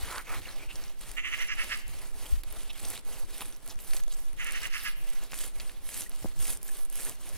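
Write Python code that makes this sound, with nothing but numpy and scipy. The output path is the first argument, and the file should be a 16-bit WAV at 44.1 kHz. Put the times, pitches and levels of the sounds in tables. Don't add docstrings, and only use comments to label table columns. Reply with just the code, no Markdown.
import sys
import numpy as np
from scipy import signal
from scipy.fft import rfft, irfft, next_fast_len
from scipy.io import wavfile
from scipy.ndimage import uniform_filter1d, map_coordinates

SR = 44100
rng = np.random.default_rng(int(sys.argv[2]) if len(sys.argv) > 2 else 0)


def voltage_ratio(decibels):
    exponent = np.asarray(decibels, float) / 20
    return 10 ** exponent


def unload_audio(sound):
    columns = np.transpose(np.atleast_2d(sound))
    steps = np.round(np.clip(columns, -1, 1) * 32767)
    wavfile.write(sys.argv[1], SR, steps.astype(np.int16))


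N = 325030
T = np.arange(N) / SR
COARSE = T[::32]

# time in seconds, level in dB.
PUSH_DB = [(0, -53), (.6, -57), (.74, -49.5), (.88, -60.5), (1.12, -50.5), (1.39, -70), (1.52, -50.5),
           (2.2, -54.5), (2.34, -41), (2.5, -46.5), (2.87, -60.5), (3.28, -50.5), (3.53, -63), (3.78, -51),
           (5, -53), (5.34, -57), (5.58, -47), (5.93, -65)]
# frequency in Hz, density in dB per Hz.
PUSH_SPECTRUM = [(4, -14), (10, 9.5), (20, 10.5), (45, -0.5), (85, -33), (160, -27), (300, -76)]
# centre in seconds, flutter in dB.
EDDIES = [(0.02, -48), (.4, -55), (.75, -51.5), (1.09, -62), (1.9, -55), (2.34, -52.5), (4.99, -59),
          (5.95, -70), (6.25, -46), (6.4, -50.5), (7.37, -50.5)]
# frequency in Hz, density in dB per Hz.
FLUTTER_SPECTRUM = [(35, -5), (60, 10), (90, 1), (140, -3.5), (250, -26.5)]
# time in seconds, level in dB.
SWAY_DB = [(0, -33), (1.4, -32), (1.8, -29), (2.3, -28.5), (3.6, -34.5), (4, -26.5), (4.8, -29),
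           (5.6, -31.5), (6.6, -29), (7.37, -28.5)]
# frequency in Hz, density in dB per Hz.
SWAY_SPECTRUM = [(3, 9.5), (8, 10.5), (13, 12), (22, -25), (45, -11.5), (90, -28.5), (200, -54)]
# start in seconds, level in dB, frequency in Hz.
JOLTS = [(0.029, -23, 40), (.45, -33, 34.9), (0.74, -37, 70), (0.851, -40, 60), (1.068, -37, 60.4),
         (1.951, -33, 55.3), (2.323, -12.5, 36.7), (2.357, -21, 30.2), (2.65, -38, 50), (2.882, -38, 70),
         (3.11, -34, 50), (3.239, -30, 50), (3.757, -33.5, 90.5), (5.621, -33, 50), (6.245, -26, 200),
         (7.31, -50, 90)]
# frequency in Hz, density in dB per Hz.
AIR_SPECTRUM = [(88, -8), (165, 7.5), (280, 10), (1470, -0.5), (2640, -5.5), (6480, -15), (9760, -31),
                (15000, -30)]

# start in seconds, share of the stroke before top speed,
# hiss in dB, tearing in dB over hiss, rubbing in dB over hiss.
THICK_STROKES = [(-.08, 0.67, -47, -2.5, -3), (.24, 0.69, -50, 0.5, -0.5), (.41, 0.15, -58, 3.5, 1),
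                 (.68, 0.41, -57.5, 1.5, 0), (.95, 0.36, -52, -3, -4), (1.23, 0.72, -52.5, -1, -8),
                 (1.5, 0.49, -50, -1, -6), (1.85, 0.62, -54.5, -2.5, -4.5), (2.12, 0.4, -50, -5.5, -7),
                 (2.43, 0.67, -53.5, -2.5, -2.5), (2.71, 0.67, -47, -5, -4.5),
                 (3.02, 0.53, -50.5, -5, -2.5), (3.27, 0.25, -52, -5.5, -4.5)]
THIN_STROKES = [(3.6, 0.73, -53, -5.5, -3), (3.751, 0.68, -49, -7, -8.5), (4.06, 0.21, -54.5, -9.5, -8.5),
                (4.34, 0.95, -51.5, 0.5, -7.5), (4.69, 0.63, -50, -1.5, -25), (4.95, 0.79, -54.5, -2.5, -3),
                (5.289, 0.5, -43, -8, -10.5), (5.53, 0.23, -54, -4, -3.5), (5.8, 0.68, -41.5, -10, -13),
                (6.089, 0.42, -53.5, -5.5, -6.5), (6.342, 0.51, -38.5, -12, -13.5),
                (6.599, 0.48, -48.5, -9.5, -7.5), (6.881, 0.58, -42, -9, -9.5),
                (7.173, 0.4, -51.5, -4.5, -4)]
# hiss, tearing, rubbing in dB.
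RESTING_DB = (-65.5, -68, -81)
SPEED_EXPONENTS = (1.02, 0.84, 0.76)
# bite in seconds, halt length in seconds, depth in dB.
TURNS = [(1.007, 0.078, 7.5), (2.434, 0.016, 14), (3.66, 0.097, 4.5), (3.05, 0.052, 4), (4.036, 0.028, 6),
         (4.08, .02, -1), (3.789, 0.012, 4), (4.366, 0.016, 9), (4.715, 0.042, -3), (4.962, 0.024, 0),
         (5.311, 0.017, -4), (6.092, 0.023, 1), (6.39, 0.022, 6), (6.629, 0.022, 1), (6.9, 0.045, -1)]
# frequency in Hz, density in dB per Hz.
HISS_SPECTRUM = [(2940, -13.5), (5000, -9), (6590, -4.5), (9160, 1.5), (10500, 1.5), (13700, -7.5),
                 (14900, -7), (15900, -26)]
# frequency in Hz, density in dB per Hz.
TEAR_SPECTRUM = [(700, -11), (1200, -3), (2000, 0.5), (3000, 1), (4500, -2), (6500, -6), (9000, -11.5)]
# frequency in Hz, density in dB per Hz.
RUB_SPECTRUM = [(90, 3), (160, -10.5), (250, -5.5), (450, -3), (800, -3.5), (1300, -10), (2500, -31)]
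# frequency in Hz, left-right likeness from 0 to 1.
ALIKE = [(200, 0.63), (600, 1), (2000, 1), (5000, 0.78), (9000, 0.91), (14000, 0.62)]

# start in seconds, length in seconds, share before top speed,
# hollow ring in dB, squeak in dB.
SCRAPES = [
    (-.03, 0.27, 0.77, -40.5, -42),
    (0.231, 0.19, 0.54, -42.5, -39.5),
    (0.427, 0.1, 0.47, -61, -45.5),
    (0.56, 0.12, 0.53, -61, -46),
    (0.67, 0.076, 0.48, -62, -45),
]
# frequency in Hz, width in Hz, level in dB.
BONE_MODES = [(770, 58, -2), (1160, 180, 3.5), (1450, 330, 5.5), (1900, 1400, -1)]
# time in seconds, frequency in Hz.
HOLLOW_HZ = [(0, 950), (.09, 1100), (.16, 1200), (.22, 1550), (.28, 1280), (.335, 1100), (.385, 1550)]
# time in seconds, frequency in Hz.
SQUEAK_HZ = [(0, 1970), (.2, 2200), (.284, 2375), (.354, 2210), (.455, 2330), (.505, 1450), (.6, 2390),
             (.66, 2420), (.708, 2750)]

# start in seconds, peak in dB, frequency in Hz.
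STRANDS = [(.0125, -27, 4200), (0.126, -30, 3300), (0.159, -30, 1190), (0.181, -29, 1500),
           (0.294, -33, 2300), (.419, -37, 3000), (1.167, -37, 2200), (2.7318, -31, 10300),
           (2.7777, -41, 6000), (2.83, -30, 10000), (2.8885, -25, 10300), (2.8985, -30, 8450),
           (2.9065, -31, 11000), (2.977, -26, 3980), (2.993, -38, 4480), (3.011, -39, 11000),
           (3.0495, -37, 9340), (3.3075, -30, 8450), (3.408, -24, 3150), (3.4145, -23, 10200),
           (3.4172, -29, 3450), (3.456, -35, 2460), (3.4915, -37, 9800), (3.502, -36, 8460),
           (3.514, -49, 9050), (3.544, -43, 6000), (3.55, -39, 5600), (3.563, -37, 6000),
           (3.569, -33, 11500), (3.604, -43, 7000), (3.6773, -26, 9100), (3.757, -39, 6040),
           (3.909, -34, 4160), (3.938, -26, 5030), (3.952, -30, 8000), (3.971, -29, 4370),
           (3.978, -33, 9000), (4.0805, -33, 3600), (4.13, -34, 7500), (4.203, -29, 12000),
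           (4.255, -33, 11100), (4.268, -39, 9500), (4.285, -42, 12000), (4.533, -27, 9000),
           (4.657, -28, 13000), (4.8547, -38.5, 9420), (5.3206, -29.5, 2500), (5.3352, -28, 2240),
           (5.3892, -29, 3340), (5.392, -29, 11100), (5.416, -28, 8500), (5.438, -30, 1800),
           (5.6614, -40, 9850), (5.8654, -45, 9630), (6.1614, -31, 10000), (6.4057, -26, 10000),
           (6.455, -29, 2600), (6.7184, -42, 9210), (7.2123, -39, 10100)]
# start in seconds, peak in dB, frequency in Hz.
PITCHED_CRACKS = [(0.182, -25.5, 4550), (0.757, -30, 5500), (0.839, -30.5, 5700), (1.5873, -42, 3030),
                  (1.61, -44, 3260), (3.4072, -31, 9600), (3.525, -36, 6030), (3.9665, -23, 7400),
                  (3.994, -36, 6050), (4.0366, -30.5, 6660), (4.126, -31, 6650), (4.4685, -41, 2980),
                  (4.509, -29, 7140), (4.522, -23, 9050), (4.6187, -28, 4860), (4.632, -25, 8100),
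                  (5.3078, -38, 3550), (5.5994, -26, 4640), (6.391, -31, 8250), (6.851, -31, 9700),
                  (6.927, -29, 11500), (4.47, -29, 9300), (4.557, -34, 9500), (4.366, -46, 9000), (4.669, -37, 9800),
                  (6.616, -39.5, 9700), (5.101, -32, 9000), (5.2378, -34, 9000), (5.0717, -41, 10800),
                  (4.029, -45, 6000), (4.672, -31, 8000), (3.695, -34, 11000), (6.008, -24, 9500), (6.02, -23, 6000),
                  (6.47, -26, 10500), (6.505, -27, 10400), (6.518, -30, 11500), (7.02, -26, 10400),
                  (5.8434, -45, 10800), (6.1175, -38.5, 4000), (0.89, -42, 6000), (2.852, -26, 6060)]
# start in seconds, peak in dB, dull part in dB.
SNAPS = [(0.9916, -41, -16), (1.0112, -35, 2), (1.1153, -29, 0), (1.88, -30, -19), (2.435, -30, -2),
         (2.5251, -27, -27), (2.884, -27, -19), (2.9022, -21, -14), (3.381, -28, -30), (3.6624, -31.5, -37),
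         (3.7895, -37, 8), (3.9345, -24, 5.5), (4.331, -36.5, 0), (4.4456, -27, -16), (4.835, -30, -11),
         (5.091, -34, 2), (5.315, -37, -2), (5.3427, -26, 4), (5.389, -27, -27), (5.891, -29, 5),
         (5.9764, -25, -25), (6.095, -29.5, -26), (6.5724, -27, -38), (6.6298, -24.5, -37),
         (6.77, -32, -28), (6.8999, -28, -30), (6.9563, -23, -35), (7.0504, -25.5, -18), (7.0953, -23, -22),
         (7.291, -26, -19)]
# start in seconds, peak in dB, frequency in Hz, T60 in seconds.
POPS = [
    (0.4554, -27, 2750, 0.019),
    (0.4868, -26, 4140, 0.016),
    (2.263, -21.5, 3150, 0.01),
    (2.7424, -35, 3200, 0.023),
    (6.0627, -31.5, 1850, 0.023),
    (6.6897, -26, 1690, 0.013),
]
# start in seconds, level in dB, frequency in Hz.
BUMPS = [
    (3.411, -33, 900),
    (5.332, -25, 1150),
    (5.34, -50, 913),
    (6.2449, -25, 453),
    (6.248, -26, 225),
    (6.2541, -27, 300),
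    (6.2583, -27, 556),
]
# centre in seconds, level in dB, frequency in Hz, length in seconds.
CRUNCHES = [(2.436, -46.5, 4200, 0.0072), (2.847, -43.5, 3990, 0.0081), (2.993, -49, 4570, 0.0059),
            (3.413, -41.5, 3100, 0.034), (2.958, -45, 3000, 0.034), (3.417, -43, 1014, 0.017),
            (3.415, -43.5, 11000, .025), (4.8, -48, 4300, 0.025), (4.112, -49, 3900, 0.03),
            (0.43, -52, 2600, .025), (0.7, -49, 3000, 0.028), (0.56, -43.5, 5100, 0.0039),
            (0.881, -47, 5300, 0.0031), (5.602, -38.5, 3300, 0.0091), (5.695, -38, 2700, 0.0041),
            (3.375, -55, 3400, 0.024), (3.8, -49, 3000, 0.044), (3.7, -44, 5500, .02),
            (4.135, -48.5, 6500, .02), (2.7, -43, 3200, .03)]

# centre in seconds, half length in ms, level in dB.
CHATTER = [(1.188, 10.4, -34.5), (1.264, 17.8, -34.5), (1.338, 13, -33), (1.417, 17.4, -33.5),
           (1.512, 15.5, -32.5), (1.61, 18, -33), (1.727, 16, -32), (4.412, 13.7, -36.5),
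           (4.479, 19.5, -37.5), (4.562, 14, -35.5), (4.649, 13.3, -34), (4.757, 20.4, -35),
           (4.869, 15.5, -33.5)]
# frequency in Hz, width in Hz, level in dB.
THROAT_MODES = [(2200, 430, 0), (1800, 930, 0), (2750, 490, 0)]
# frequency in Hz, width in Hz, level in dB.
CHEST_MODES = [(1340, 770, -3), (1680, 75, 1.5)]
# time in seconds, frequency in Hz.
RASP_HZ = [(1.17, 6620), (1.75, 4950), (4.39, 6480), (4.9, 5000)]

# start in seconds, length in seconds, share before top speed, level in dB.
GLIDES = [
    (3.787, .13, .15, -52),
    (4.73, 0.2, .8, -52),
    (4.96, 0.07, 0.92, -55),
    (6.614, .25, 0.61, -52),
]
# frequency in Hz, width in Hz, level in dB.
BLADE_MODES = [(9650, 450, 1.5), (10800, 400, 1.5), (12250, 300, 3), (13600, 300, 1), (15000, 350, -1)]

# frequency in Hz, T60 in seconds.
YARD_T60_S = [(800, 0.15), (1800, 0.63), (3000, 0.96), (6000, 0.18)]
# frequency in Hz, phase in radians.
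LEAD_RAD = [(300, 0.077), (1100, 0.44), (4500, 0.45), (6500, 1.2), (9700, 0.58), (13500, 1.13)]


def unit(x):
    return x / np.sqrt(np.mean(x ** 2) + 1e-20)


def along(points, hz):
    f, v = np.transpose(points)
    return np.interp(np.log(hz + 1), np.log(f + 1), v)


def curve(rows):
    s, value = np.transpose(rows)
    return np.interp(T, s, value)


def fine(slow):
    return np.interp(T, COARSE, slow)


def wobble(rate_hz):
    some = T[::8]
    knots = rng.standard_normal(int(N * rate_hz / SR) + 4)
    return np.interp(T, some, map_coordinates(knots, [some * rate_hz]))


def filtered(x, response):
    m = next_fast_len(N + SR // 2)
    return irfft(rfft(x, m) * response(np.fft.rfftfreq(m, 1 / SR)), m)[..., :N]


def coloured(x, spectrum):
    return unit(filtered(x, lambda hz: voltage_ratio(along(spectrum, hz))))


def resonances(modes):
    def response(f):
        total = 0
        for k, (hz, width_hz, db) in enumerate(modes):
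            damping = 1j * f * width_hz
            total = total + (-1) ** k * voltage_ratio(db) * damping / (hz * hz - f * f + damping)
        return total
    return response


def tone(hz_rows):
    return np.sin(2 * np.pi * np.cumsum(curve(hz_rows)) / SR)


def swing(t, hz):
    return np.sin(2 * np.pi * hz * t) * np.exp(-(t * hz / 0.74) ** 4) * (1 - np.exp(-(t * hz / 0.24) ** 2))


def speed(start_s, length_s, rise):
    u, rise = (COARSE - start_s) / length_s, np.clip(rise, .05, .95)
    return np.sin(np.pi / 2 * np.minimum(u / rise, (1 - u) / (1 - rise)).clip(0, 1))


def grit(per_s, spread_db, share):
    slips = (rng.random(N) < per_s / SR) * voltage_ratio(spread_db * np.minimum(rng.exponential(size=N), 3))
    slips = signal.lfilter([1], [1, -.95], slips) * rng.standard_normal(N)
    return np.sqrt(share) * unit(slips) + np.sqrt(1 - share) * rng.standard_normal(N)


def patchy(x, depth_db):
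    z = signal.stft(x, nperseg=256)[2]
    field = uniform_filter1d(rng.standard_normal(z.shape), size=7, axis=0)
    field = uniform_filter1d(field, size=10, axis=1)
    return signal.istft(z * voltage_ratio(depth_db * unit(field)), nperseg=256)[1][:N]


def spread(force, spectrum, alike=ALIKE):
    def response(hz):
        turn = np.arccos(np.clip(along(alike, hz), -1, 1)) / 2
        return voltage_ratio(along(spectrum, hz)) * [np.cos(turn), np.sin(turn)]

    pair = np.array([force, force * np.sign(rng.standard_normal(N))])
    mid, side = filtered(pair, response)
    return np.array([mid + side, mid - side]) / np.sqrt(np.mean(mid ** 2))


def add(track, s, sound):
    part = track[round(s * SR):][:len(sound)]
    part += sound[:len(part)]


def wind():
    eddy_s, calm_db = 0.034, -64
    flaps = voltage_ratio(calm_db) + sum(voltage_ratio(db) * np.exp(-((COARSE - s) / eddy_s) ** 2) for s, db in EDDIES)
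    flaps = fine(flaps)
    jolts = np.zeros(N)
    for s, db, hz in JOLTS:
        add(jolts, s, voltage_ratio(db) * swing(T[:SR // 8], hz))
    sway = voltage_ratio(curve(SWAY_DB) - 3 + wobble(2.5)) * coloured(rng.standard_normal(N), SWAY_SPECTRUM)
    opposed = jolts + voltage_ratio(-1.5) * flaps * coloured(rng.standard_normal(N), FLUTTER_SPECTRUM)
    push = voltage_ratio(curve(PUSH_DB) + 2.5) * coloured(rng.standard_normal(N), PUSH_SPECTRUM)
    flutter = flaps * voltage_ratio(2.4 * wobble(13)) * coloured(rng.standard_normal(N), FLUTTER_SPECTRUM)
    return push + flutter + opposed * [[1.2], [-.85]] + sway * [[.9], [-1.15]]


def air():
    return voltage_ratio(-62.5) * spread(rng.standard_normal(N), AIR_SPECTRUM, alike=[(200, 0.53), (8000, 0.067)])


def halts():
    dip_db = 0
    for s, halt_s, db in TURNS:
        dip_db = dip_db + db * (COARSE < s) * np.exp(-((COARSE - s) / halt_s) ** 4)
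    return fine(voltage_ratio(-dip_db))


def strokes():
    last_stop_s = 7.43
    hard_db = 18.5
    rows = THICK_STROKES + THIN_STROKES
    stops_s = [row[0] for row in rows[1:]] + [last_stop_s]
    power = [voltage_ratio(2 * db) + 0 * COARSE for db in RESTING_DB]
    for (s, rise, db, tear_db, rub_db), stop_s in zip(rows, stops_s):
        v = speed(s, stop_s - s, rise)
        hardness = (db - RESTING_DB[0]) / hard_db
        for i, over_db in enumerate((0, tear_db, rub_db)):
            level = voltage_ratio(db + over_db) * v ** abs(SPEED_EXPONENTS[i] * hardness)
            power[i] = power[i] + level ** 2
    hissing, tearing, rubbing = (fine(np.sqrt(p)) for p in power)
    catch = 0.5 * wobble(35) + 1.28 * wobble(110)
    hiss = spread(patchy(grit(900, spread_db=3.0, share=0.51), depth_db=2.4), HISS_SPECTRUM)
    tear = spread(patchy(grit(550, spread_db=-1, share=0.18), depth_db=2.0), TEAR_SPECTRUM)
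    rub = spread(grit(400, spread_db=2.0, share=0.15), RUB_SPECTRUM)
    hiss = hissing * voltage_ratio(catch) * hiss
    tear = tearing * voltage_ratio(3.0 + 1.2 * catch) * tear
    rub = rubbing * voltage_ratio(1.16 * catch + 1.93 * wobble(25)) * rub
    return hiss + tear + rub


def bone():
    ringing = squeaking = 0 * COARSE
    for s, length_s, rise, ring_db, squeak_db in SCRAPES:
        v = speed(s, length_s, rise)
        ringing = ringing + voltage_ratio(ring_db) * v ** 3.7
        squeaking = squeaking + voltage_ratio(squeak_db) * v ** 1.8
    force = grit(600, spread_db=-3.0, share=0.11) * voltage_ratio(1.5 * wobble(72.6))
    modes = resonances(BONE_MODES)
    hollow = filtered(force, lambda f: modes(f) / (1 + (600 / (f + 1)) ** 4 + (f / 2600) ** 4))
    rough = filtered(force, lambda f: 1 / (1 + 1j * f / 300) ** 2)
    groan = rough[::-1] * tone(HOLLOW_HZ)
    squeak = rough * tone(SQUEAK_HZ)
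    ring = 0.79 * unit(hollow) + 0.7 * unit(groan)
    return fine(ringing) * ring + voltage_ratio(-6.5) * fine(squeaking) * unit(squeak)


def ticks():
    out, t = np.zeros(N), np.arange(SR // 100) / SR
    for s, db, hz in STRANDS:
        t60_s = 0.0021 + 6 / hz
        ragged = 0.79 + 1.7 * uniform_filter1d(rng.standard_normal(len(t)), size=4)
        envelope = voltage_ratio(db + 0.5 - 60 * t / t60_s) * (1 - np.exp(-t / 0.000084))
        add(out, s, envelope * ragged * np.sin(2 * np.pi * hz * t))
    return out


def contacts():
    out, t = np.zeros(N), np.arange(SR // 20) / SR
    cracks = [(s, db, 10400 * np.exp(0.1 * rng.standard_normal()), dull_db) for s, db, dull_db in SNAPS]
    cracks += [(s, db, hz, -19) for s, db, hz in PITCHED_CRACKS]
    for s, db, hz, dull_db in cracks:
        fizz = uniform_filter1d(rng.standard_normal(len(t)), size=6)
        fizz = fizz * np.cos(2 * np.pi * hz * t) * voltage_ratio(-60 * t / 0.008)
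        ring = np.sin(2 * np.pi * hz * t) * voltage_ratio(-60 * t / 0.005)
        dull = np.sin(2 * np.pi * 2300 * t) * voltage_ratio(dull_db - 60 * t / 0.002)
        attack = 1 - np.exp(-t / .0001)
        add(out, s, voltage_ratio(db - 0.5) * attack * (1.76 * fizz + 0.9 * ring + dull))
    for s, db, hz, t60_s in POPS:
        rising = np.sin(2 * np.pi * hz * t * (1 + 4 * t))
        add(out, s, voltage_ratio(db - 60 * t / t60_s) * (1 - np.exp(-t / 0.004)) * rising)
    for s, db, hz in BUMPS:
        add(out, s, -voltage_ratio(db) * swing(t, hz))
    return out


def crunches():
    out, t = np.zeros(N), np.arange(SR // 16) / SR
    for s, db, hz, length_s in CRUNCHES:
        grains = uniform_filter1d(rng.standard_normal(len(t)), size=round(SR / hz * 2))
        grain_db = 3.3 * rng.standard_normal(len(t) // 40 + 1).clip(-2, 1)
        grains = grains * voltage_ratio(grain_db).repeat(40)[:len(t)]
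        envelope = np.exp(-((t - 1.75 * length_s) / (0.42 * length_s)) ** 2)
        burst = unit(grains * np.sin(2 * np.pi * hz * t)) * envelope
        add(out, s - 1.5 * length_s, voltage_ratio(db) * burst)
    for when, pitch, size in rng.random((260, 3)):
        hz = 3000 + 10500 * pitch
        add(out, when * N / SR, voltage_ratio(-55 + 13.0 * size - 60 * t / 0.00073) * np.sin(2 * np.pi * hz * t))
    return out


def magpie():
    beats = np.cumsum(410 * (1 + .12 * wobble(60) + .1 * wobble(300)) / SR)
    pulses = np.diff(np.floor(beats), prepend=0) * voltage_ratio(1.4 * wobble(350))
    gate = np.exp(-3 * (beats % 1))
    source = 0.91 * unit(pulses) + 0.59 * unit(gate * rng.standard_normal(N))
    source = source * voltage_ratio(0.65 * wobble(120))
    spent = curve([(1.17, 0.044), (1.75, 0.58), (4.39, 0.31), (4.9, 0.69)])

    def ring(modes, low_hz, top_hz):
        response = resonances(modes)
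        return unit(filtered(source, lambda f: response(f) / (1 + (low_hz / (f + 1)) ** 8 + (f / top_hz) ** 8)))

    def effort(width):
        level = 0
        for s, half_ms, db in CHATTER:
            level = level + voltage_ratio(db) * np.exp(-np.abs((COARSE - s) / (half_ms * width)) ** 2.24)
        return fine(level)

    early, late = (ring(THROAT_MODES[i:i + 1], 1650, 2000) for i in (0, 1))
    core = voltage_ratio(-2.0) * (np.sqrt(1 - spent) * early - np.sqrt(spent) * late) * effort(0.0016)
    beak = voltage_ratio(-3.5 - 4 * spent) * ring(THROAT_MODES[2:], 1670, 3300) * effort(0.0017)
    chest = voltage_ratio(-11.5 + 4.8 * spent) * ring(CHEST_MODES, 1120, 2140) * effort(0.0017)
    grain = filtered(gate * rng.standard_normal(N), lambda f: 1 / (1 + 1j * f / 800) ** 2)
    grain = grain * voltage_ratio(2.5 * wobble(90))
    rasp = voltage_ratio(-20.5 + 13 * spent) * unit(grain * tone(RASP_HZ)) * effort(0.0022)
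    return core + beak + chest + rasp


def singing():
    sliding = fine(sum(voltage_ratio(db) * speed(s, length_s, rise) ** 0.34 for s, length_s, rise, db in GLIDES))
    force = grit(300, spread_db=0.0, share=0.33) * voltage_ratio(2.9 * wobble(60))
    modes = resonances(BLADE_MODES)
    return sliding * unit(filtered(force, lambda f: modes(f) ** 2))


def yard(x):
    hz, _, z = signal.stft(rng.standard_normal((2, SR // 2)), SR, nperseg=256)
    t_s = np.arange(z.shape[-1]) * 128 / SR
    decay = voltage_ratio(-60 * t_s / along(YARD_T60_S, hz)[:, None])
    tail = signal.istft(z * decay, SR, nperseg=256)[1]
    delayed = np.pad(x, (300, 0))[None]
    return signal.fftconvolve(delayed, tail / np.linalg.norm(tail[0]), axes=1)[:, :N]


def scene():
    halting = halts()
    near = bone() + ticks() + contacts() + crunches() + singing()
    knife = halting * strokes() + near
    knife = filtered(knife, lambda hz: np.exp(1j * along(LEAD_RAD, hz) * [[.5], [-.5]]))
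    knife = knife * voltage_ratio([[-.8], [.8]]) + voltage_ratio(-19.5) * yard(near)
    bird = magpie()
    late = filtered(bird, lambda hz: np.exp(-2j * np.pi * hz * 0.00011))
    bird = np.array([voltage_ratio(-2) * bird, voltage_ratio(3.0) * late]) + voltage_ratio(-13.5) * yard(bird)
    return wind() + halting ** 0.12 * air() + knife + bird


def roll_off(x):
    return signal.sosfilt(signal.butter(12, 16660, fs=SR, output="sos"), x)


def record(dry):
    mix = filtered(dry, lambda hz: hz < 15850)
    return roll_off(mix)


dry = scene()
out = record(dry)
unload_audio(out)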